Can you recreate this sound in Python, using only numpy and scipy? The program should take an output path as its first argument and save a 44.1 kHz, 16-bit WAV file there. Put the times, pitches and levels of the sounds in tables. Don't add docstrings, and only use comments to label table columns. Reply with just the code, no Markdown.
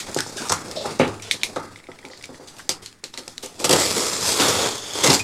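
import sys
import numpy as np
from scipy import signal
from scipy.io import wavfile
from scipy.ndimage import uniform_filter1d

SR = 44100
rng = np.random.default_rng(int(sys.argv[2]) if len(sys.argv) > 2 else 0)


def to_wav(s):
    ch = np.atleast_2d(s).T
    pcm = np.round(np.clip(ch, -1, 1) * 32767)
    wavfile.write(sys.argv[1], SR, pcm.astype(np.int16))


N = 230710

# f/Hz, level/dB per Hz
FLOOR = [(15, 2), (25, -22.5), (47, -11.5), (102, -15.5), (242, -9.5), (863, -40), (988, -24), (1840, -20),
         (5430, -45.5), (16000, -44)]
FLOOR_DB = -55.5

# t/s, level of the fizz/dB, level of the body/dB
RUSTLE = [(0, -40.5, -44), (.11, -40.5, -35), (.24, -39, -43), (.37, -40, -36), (.55, -46, -42.5),
          (.74, -42, -39), (.83, -36, -33), (.92, -38.5, -33), (.98, -41.5, -39), (1.07, -43, -32),
          (1.21, -50, -43), (1.5, -44.5, -39.5), (1.68, -50.5, -45), (1.85, -57, -54), (2.13, -55, -53),
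          (2.49, -50.5, -45), (2.65, -51, -50), (2.8, -62, -50), (3, -64, -64), (3.1, -53, -62),
          (3.36, -49, -51), (3.5, -49, -48), (3.65, -48, -47), (3.7, -34, -25.5), (3.77, -26, -22)]
# f/Hz, level/dB per Hz
FIZZ = [(880, -30.5), (1500, -7), (2270, -7.5), (2860, -16), (3270, -3), (4010, -3.5), (4350, -1),
        (7410, -0.5), (9000, -10), (11700, -37.5), (19800, -120)]
# f/Hz, level/dB per Hz
HELD_BODY = [(71, -28.5), (120, -3), (300, -0.5), (759, -7), (823, -5.5), (1530, -15.5), (3000, -22.5),
             (3900, -74), (6600, -120)]
# f/Hz, level/dB per Hz
RUMBLE = [(25, -38), (45, -22), (65, -8), (87, 2.5), (119, 2), (151, -3.5), (250, -11), (400, -37)]
# f/Hz, level/dB per Hz
TOP = [(4410, -28.5), (7500, -4), (12500, -15.5), (15100, -23.5), (16000, -53)]
# f/Hz, width/Hz, level over the spectrum/dB
BOARD = [(432, 71, 2.5), (930, 30, 1), (1300, 44, 2), (4700, 250, 1), (5100, 280, 3)]
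# level when the leader is at PIVOT_DB/dB, slope/dB per dB
RUSTLE_LAW = [(-47, .75), (-43, .9)]
PIVOT_DB = -35
# t/s, level/dB, length/s, centre f/Hz, spread/octaves
SWIPES = [(0, -26.5, .025, 4170, 1.6), (.162, -32, .1, 5500, .7), (.185, -17.5, .0064, 1680, .37),
          (.202, -24, .012, 1520, .23), (.265, -37, .068, 6130, .3), (.365, -31, .09, 5000, 1.1),
          (.376, -34, .07, 1540, .12), (.45, -34, .058, 5000, 1.5), (.45, -32.5, .032, 890, .54),
          (.494, -18, .014, 5670, .44), (.514, -26, .065, 5200, 1), (.521, -21, .026, 1170, .56),
          (.756, -32, .14, 4100, .35), (.757, -30.5, .09, 580, .15), (.845, -25, .05, 700, .48),
          (.904, -38, .036, 5000, .94), (.99, -30, .043, 5500, .86), (.994, -23.5, .08, 1880, .7),
          (1.215, -38, .2, 3040, 1), (1.413, -36, .015, 3410, .5), (2.108, -46, .11, 4400, .4),
          (2.237, -35, .014, 4120, .7), (2.471, -41, .052, 4950, 1), (2.582, -40.5, .051, 4730, 1.5),
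          (2.594, -38, .02, 1490, .48), (2.818, -42, .1, 4250, 1.34), (3.134, -44, .035, 3780, .7),
          (3.184, -33, .02, 4600, 1), (3.425, -32.5, .065, 4870, 1.46), (3.59, -32.5, .11, 5000, 1.4),
          (3.642, -13, .025, 5500, 1.46), (3.693, -10, .0083, 5000, 1.5), (3.708, -11.5, .017, 5000, 1.5),
          (3.727, -10.5, .018, 5000, 1.5), (4.399, -22.5, .06, 3230, 1.3), (4.416, -29.5, .2, 1380, .47),
          (5.041, -15.5, .012, 5300, .88), (5.073, -15, .015, 3880, 1.3), (5.086, -21, .041, 199, .3),
          (5.101, -10.5, .014, 3850, .85), (5.108, -24, .054, 900, .3), (5.115, -23, .045, 6000, 1.1),
          (5.193, -24, .012, 5000, 1)]

# t/s, peak level before the lift in scene()/dB, centre f/Hz,
# time to fall 60 dB (t60)/s, first contact over the push/dB
KNOCKS = [(.085, -31, 350, .06, 28), (.162, -12, 300, .12, 28), (.262, -25, 610, .09, 26),
          (.497, -14, 1110, .08, 40), (.505, -14, 620, .1, 20), (.52, -10, 1080, .08, 38),
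          (.679, -29.5, 447, .13, 27), (.855, -15.5, 560, .11, 22), (.996, -5, 290, .25, 26),
          (1.341, -34, 338, .08, 28), (1.56, -17, 520, .095, 13), (1.641, -31, 368, .14, 27),
          (1.886, -30, 428, .1, 19), (2.044, -34, 326, .17, 25), (2.098, -36, 383, .2, 15),
          (2.29, -32, 280, .17, 22), (2.396, -35, 283, .2, 19), (2.692, -20, 450, .09, 23),
          (3.035, -34, 300, .12, 23), (3.137, -31, 1100, .09, 21), (3.178, -32, 452, .14, 11),
          (3.275, -32, 445, .08, 21), (3.43, -29, 330, .15, 10), (3.598, -26, 374, .3, 15),
          (3.643, -13, 500, .1, 18), (3.694, -11, 430, .15, 18), (3.731, -8, 270, .12, 22),
          (4.396, -14, 398, .16, 20), (4.482, -18.5, 441, .14, 20), (4.954, -22, 388, .13, 28),
          (5.046, -23, 450, .1, 28), (5.083, -14, 150, .14, 20), (5.102, -15.5, 200, .15, 9)]
# f/Hz, width/Hz, level/dB
PANEL = [(137, 55, 3), (185, 90, -18.5), (245, 34, -1), (278, 102, 2.5), (396, 94, 1.5), (555, 117, 0.5),
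         (710, 210, -4), (884, 127, 0.5), (1100, 300, -5.5), (1280, 174, 2), (1483, 600, -6.5),
         (2160, 350, -7.5)]
KNOCK_OCTAVES = 1.15
BENCH_HZ, BENCH_T60 = 105, 1.1
BENCH_DB, THUMP_DB, THUMP_HZ = -33, -21, 130
# f/Hz, t60/s
ROOM = [(200, 0.37), (530, 0.099), (1390, 0.54), (3680, 0.54), (9700, 0.057)]

# t/s, peak level/dB, centre f/Hz, room tail level/dB
SNAPS = [(.1151, -25, 6900, -17), (.1454, -14, 6740, -20), (.1733, -16, 4600, -17), (.1885, -9, 5100, -25),
         (.2054, -9, 5400, -25), (.4865, -16, 5800, -23), (.5, -9, 4930, -19), (.5206, -7, 7280, -30),
         (.525, -4, 5850, -30), (.5385, -14, 7200, -31), (.683, -29, 5790, -25), (.713, -17, 4610, -22),
         (1.0785, -23, 3920, -25), (1.2226, -23, 5780, -14), (1.3404, -19, 3950, -18),
         (1.5604, -24, 3760, -12), (1.7884, -33, 3370, -22), (2.0856, -33, 7000, -23),
         (2.1752, -30, 4570, -25), (2.2257, -27, 4740, -23), (2.256, -27, 7520, -32),
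         (2.4854, -28, 4550, -28), (2.5666, -31, 4800, -19), (2.6923, -1.5, 4920, -17),
         (2.8606, -20, 4220, -19), (2.9272, -34, 3070, -33), (3.0401, -13, 4200, -20),
         (3.0796, -34, 2600, -20), (3.1399, -23, 3940, -18), (3.1754, -15, 4130, -18),
         (3.2344, -32, 4310, -21), (3.2793, -18, 5100, -25), (3.38, -15, 4000, -30),
         (3.461, -17, 7160, -40), (3.5433, -34, 3900, -31), (3.6015, -18, 6180, -25),
         (3.7994, -10, 7300, -20), (4.3992, -7, 3030, -18), (4.4822, -11, 5670, -9),
         (4.782, -19, 6140, -19), (4.9353, -16, 6620, -23), (5.066, -14, 3370, -27),
         (5.0744, -3, 3200, -28), (5.1033, -14, 5390, -27), (5.131, -10, 6370, -25),
         (5.1444, -8, 4840, -28)]
# delay t/s, level over the room tail/dB
ECHOES = [(.0035, 5.5), (.007, -1), (0.0185, -5), (0.026, -5.5)]
SNAP_T60, SNAP_OCTAVES = .0075, 1.15
CRACKLES, CRACKLE_DB = 10, 14
CRACKLE_LOW_HZ, CRACKLE_HIGH_HZ, CRACKLE_TAIL_DB = 3000, 8000, -25

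# t/s, peak level/dB, pitch f/Hz
TICKS = [(1.1986, -30, 2330), (1.3118, .4, 2200), (1.4336, -1.5, 2316), (1.7594, -27, 2110),
         (1.801, -37, 2030), (1.8407, -35, 2230), (1.8696, -32, 2180), (1.9168, -28, 2030),
         (1.9889, -31, 2240), (2.029, -37, 1930), (2.051, -23, 2290), (2.1011, -35, 1950),
         (2.1345, -29, 1960), (2.2115, -33, 2100), (2.2405, -22, 2290), (2.345, -34, 1900)]
# multiple of the pitch, level/dB
KNIFE = [(1, 9.5), (1.68, 10), (2.42, 1), (2.85, 0.5), (3.9, -0.5), (5.2, -12)]
TICK_T60, T60_PER_DB = .008, -.00012
UPPER_PER_DB, TICK_TAIL_DB = .27, -20

# t/s, low band f/Hz, low band level over the fizz/dB, high band f/Hz
SLIT = [(3.74, 5550, -11, 7500), (3.95, 5750, -14, 7500), (4.1, 4470, -13, 7300), (4.3, 3340, -14, 7700),
        (4.42, 3540, -8, 7540), (4.62, 3450, -8, 6800), (4.9, 3390, -4, 6540), (5.04, 3400, -7, 6200),
        (5.15, 3430, -20, 7400)]
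SLIT_HIGH_DB = -9
# t/s, level of the fizz/dB, level of the body/dB
RASP = [(3.76, -23.5, -23), (3.83, -22, -24), (3.94, -26, -30.5), (3.964, -24, -26.5), (4.2, -28.5, -31.5),
        (4.28, -21, -27), (4.38, -25, -29), (4.404, -20, -19.5), (4.56, -25, -27), (4.65, -25, -22.5),
        (4.73, -31.5, -32), (4.812, -37.5, -40), (4.928, -35, -36.5), (4.96, -29, -31), (5.033, -27.5, -27),
        (5.037, -17.5, -19), (5.111, -23.5, -18), (5.147, -18, -24), (5.173, -28, -29),
        (5.203, -28.5, -29.5), (5.23, -42, -41)]
# f/Hz, level/dB per Hz
BODY = [(30, -35), (80, -12), (120, -6.5), (266, -3.5), (304, -3.5), (443, 0), (770, -5.5), (869, -3),
        (2260, -10), (3000, -17.5), (3900, -37.5), (6600, -120)]
# level at PIVOT_DB/dB, slope/dB per dB
RASP_LAW = [(-50, .5), (-44, 1.2)]

# t/s, peak level/dB
PINGS = [(5.1965, -21), (5.203, -18)]
# f/Hz, level/dB, t60/s
PING = [(2380, -2, .05), (2482, 0, .08), (2600, -9, .04)]

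EDGE_HZ = 16100


def amp(db):
    return 10 ** (np.asarray(db) / 20)


def evened(x):
    return x / np.sqrt(np.mean(x ** 2) + 1e-20)


def read(points, hz):
    f, value = np.transpose(points)
    return np.interp(np.log(hz + 1), np.log(f + 1), value)


def add(mix, s, peak_db, sound):
    part = mix[max(round(s * SR), 0):][:len(sound)]
    part += amp(peak_db) * sound[:len(part)] / abs(sound).max()


def colour(x, gain):
    hz = abs(np.fft.fftfreq(4096, 1 / SR))
    log_gain = np.log(np.maximum(gain(hz), 1e-5))
    spectrum = np.exp(np.conj(signal.hilbert(log_gain)))
    taps = np.fft.ifft(spectrum).real[:2048]
    return signal.oaconvolve(x, taps)[:len(x)]


def hump(hz, centre_hz, octaves):
    return np.exp(-.5 * (np.log2((hz + 1) / centre_hz) / octaves) ** 2)


def dulled(hz):
    return amp(read(TOP, np.maximum(hz, 8000)))


def patchy(x, patch_db):
    hz, t, z = signal.stft(x, SR, nperseg=512, noverlap=384)
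    patches = rng.standard_normal(z.shape[::-1]).T
    patches = uniform_filter1d(patches, size=4, axis=0)
    patches = evened(uniform_filter1d(patches, size=40, axis=1))
    return signal.istft(z * amp(patch_db * patches), SR, nperseg=512, noverlap=384)[1][:N]


def room_tone():
    return amp(FLOOR_DB) * evened(colour(rng.standard_normal(N), lambda hz: amp(read(FLOOR, hz))))


def friction(per_s, spread_db, smooth, flutter_db):
    happens = rng.random(N) < per_s / SR
    size = amp(spread_db * np.minimum(rng.exponential(1, N), 5)) * happens
    slips = evened(size * rng.standard_normal(N))
    wander = uniform_filter1d(rng.standard_normal(N), 500)
    wander = evened(uniform_filter1d(wander, 500))
    drive = smooth * rng.standard_normal(N) + (1 - smooth) * slips
    return amp(flutter_db * wander), drive


def rub(rows, law, body, per_s, spread_db, smooth, flutter_db):
    s, fizz_db, body_db = np.transpose(rows)
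    (rumble_base, rumble_slope), (top_base, top_slope) = law
    rumble_db = rumble_base + rumble_slope * (body_db - PIVOT_DB)
    top_db = top_base + top_slope * (fizz_db - PIVOT_DB)
    t = np.arange(N) / SR
    flutter, drive = friction(per_s, spread_db, smooth, flutter_db)

    def ringing_db(hz):
        return sum(d / (1 + (2 * (hz - f) / w) ** 2) for f, w, d in BOARD)

    out = np.zeros(N)
    for shape, db in zip((FIZZ, body, RUMBLE, TOP), (fizz_db, body_db, rumble_db, top_db)):
        layer = evened(colour(drive, lambda hz: amp(read(shape, hz) + ringing_db(hz))))
        out += amp(np.interp(t, s, db, -120, -120)) * layer
    return out * evened(flutter)


def swipes():
    out, t = np.zeros(N), np.arange(16384) / SR
    drive = friction(4000, 4.0, 0.75, 0)[1]
    starts = rng.integers(0, N - len(t), len(SWIPES))
    for (s, db, length, centre_hz, octaves), at in zip(SWIPES, starts):
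        grain = drive[at:at + len(t)]
        slide = evened(colour(grain, lambda hz: hump(hz, centre_hz, octaves) * dulled(hz)))
        onset = np.clip(t / (0.074 * length), 0, 1)
        sliding = onset * np.clip((0.91 * length - t) / (0.94 * length), 0, 1)
        fading = amp(-13 - 60 * np.maximum(t - length, 0) / 0.19) * np.clip(t / length, 0, 1)
        part = out[round(max(s, 0) * SR):][:len(t)]
        part += (amp(db) * slide * (sliding + fading))[:len(part)]
    return out


def knocks():
    out, t, long = np.zeros(N), np.arange(8192) / SR, np.arange(SR // 2) / SR
    bench = np.sin(2 * np.pi * BENCH_HZ * long) * amp(-60 * long / BENCH_T60)
    bench *= 1 - np.exp(-long / 0.005)

    def modes(hz):
        return abs(sum((-1) ** k * amp(d) / (1 + 2j * (hz - f) / w) for k, (f, w, d) in enumerate(PANEL)))

    def radiated(hz):
        return 1 / np.sqrt(1 + (210 / (hz + 1)) ** 4)

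    noises = rng.standard_normal((len(KNOCKS), 8192))
    for (s, db, centre_hz, t60, contact_db), noise in zip(KNOCKS, noises):
        push = noise * (1 - np.exp(-t / 0.0036)) * amp(-60 * t / t60)
        add(out, s, db + THUMP_DB, colour(push, lambda hz: hump(hz, THUMP_HZ, .75)))
        add(push, .002, contact_db, np.ones(1))
        spot = lambda hz: hump(hz, centre_hz, KNOCK_OCTAVES)
        add(out, s, db, colour(push, lambda hz: modes(hz) * radiated(hz) * spot(hz)))
        add(out, s, db + BENCH_DB, bench)
    return out


def workshop(x, tail_db):
    taps = np.zeros(SR // 2)
    at = np.arange(200, SR // 2 - 20, 20)
    taps[at + rng.integers(0, 20, len(at))] = rng.choice([-1., 1.], len(at))
    hz, t, z = signal.stft(taps, SR, nperseg=256)
    decay = amp(-60 * t / read(ROOM, hz)[:, None])
    tail = signal.istft(z * decay, SR, nperseg=256)[1]
    return x + signal.fftconvolve(x, amp(tail_db) * tail / np.linalg.norm(tail))[:N]


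def with_tail(click, noise, tail_db, gain):
    t = np.arange(len(noise)) / SR
    tail = evened(colour(noise, gain)) * amp(tail_db - 60 * t / 0.16) * (1 - np.exp(-t / 0.001))
    add(tail, 0, 0, click)
    for delay, db in ECHOES:
        add(tail, delay, db + tail_db, click)
    return tail


def crackle():
    when, pitch, size = rng.random((CRACKLES, 3)).T
    s, fizz_db, _ = np.transpose(RUSTLE)
    when = when * s[-1]
    peak_db = np.interp(when, s, fizz_db) + CRACKLE_DB * size
    centre_hz = CRACKLE_LOW_HZ + (CRACKLE_HIGH_HZ - CRACKLE_LOW_HZ) * pitch
    return list(zip(when, peak_db, centre_hz, np.full(CRACKLES, CRACKLE_TAIL_DB)))


def snaps():
    out, t = np.zeros(N), np.arange(8192) / SR
    rows = list(SNAPS) + crackle()
    for (s, db, centre_hz, tail_db), noise in zip(rows, rng.standard_normal((len(rows), 8192))):
        def gain(hz):
            narrow, wide = hump(hz, centre_hz, 0.084), hump(hz, centre_hz, SNAP_OCTAVES)
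            return (narrow + 0.74 * wide) * dulled(hz)

        crack = colour(noise * amp(-60 * t / SNAP_T60), gain)
        add(out, s, db, with_tail(crack, noise[::-1], tail_db, gain))
    return out


def ticks():
    out, t = np.zeros(N), np.arange(8192) / SR
    for (s, db, pitch_hz), noise in zip(TICKS, rng.standard_normal((len(TICKS), 8192))):
        t60 = TICK_T60 + T60_PER_DB * db
        modes = [(m, d + UPPER_PER_DB * db * (k > 0)) for k, (m, d) in enumerate(KNIFE)]
        ring = np.zeros(len(t))
        for k, (m, mode_db) in enumerate(modes):
            wave = np.sin(2 * np.pi * (m * pitch_hz * t + noise[k]))
            ring += amp(mode_db - 60 * t * m ** 0.19 / t60) * wave
        gain = lambda hz: sum(amp(mode_db) * hump(hz, m * pitch_hz, 0.2) for m, mode_db in modes)
        click = ring * (1 - np.exp(-t / 0.00013))
        add(out, s, db, with_tail(click, noise, TICK_TAIL_DB, gain))
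    return out


def resonate(x, hz, width_hz):
    turn = np.exp(2j * np.pi * np.cumsum(hz) / SR)
    r = np.exp(-np.pi * width_hz / SR)
    return 2 * (turn * signal.lfilter([1 - r], [1, -r], x / turn)).real


def slit():
    t = np.arange(N) / SR
    s, *columns = np.transpose(SLIT)
    low_hz, low_db, high_hz = (np.interp(t, s, c) for c in columns)
    fizz_db = np.interp(t, *np.transpose(RASP)[:2])
    flutter, drive = friction(4200, 2.5, 0.6, 1.5)
    low = evened(resonate(resonate(drive, low_hz, 640), low_hz, 640))
    high = evened(resonate(resonate(drive, high_hz, 1000), high_hz, 1000))
    both = amp(fizz_db + low_db) * low + amp(fizz_db + SLIT_HIGH_DB) * high
    return both * evened(flutter) * (t > s[0])


def ping():
    out, t = np.zeros(N), np.arange(4096) / SR
    ring = sum(amp(db - 60 * t / t60) * np.sin(2 * np.pi * hz * t) for hz, db, t60 in PING)
    for s, db in PINGS:
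        add(out, s, db, ring * (1 - np.exp(-t / 0.00033)))
    return out


def scene():
    rustle = rub(RUSTLE, RUSTLE_LAW, HELD_BODY, per_s=2500, spread_db=1.7, smooth=0.68, flutter_db=2.4)
    handling = patchy(swipes() + rustle, 1.7)
    blows = workshop(amp(2.0) * knocks(), -7.0) + snaps() + ticks() + ping()
    rasp = rub(RASP, RASP_LAW, BODY, per_s=6000, spread_db=2.9, smooth=0.45, flutter_db=0.51)
    cutting = patchy(slit() + rasp, 1.54)
    return np.tile(room_tone() + handling + blows + cutting, (2, 1))


def record(dry):
    squeezed = dry / (1 + (abs(dry) / .93) ** 6) ** (1 / 6)
    low_pass = signal.firwin(511, EDGE_HZ, window=("kaiser", 9), fs=SR)
    return signal.oaconvolve(squeezed, low_pass[None], "same")


dry = scene()
out = record(dry)
to_wav(out)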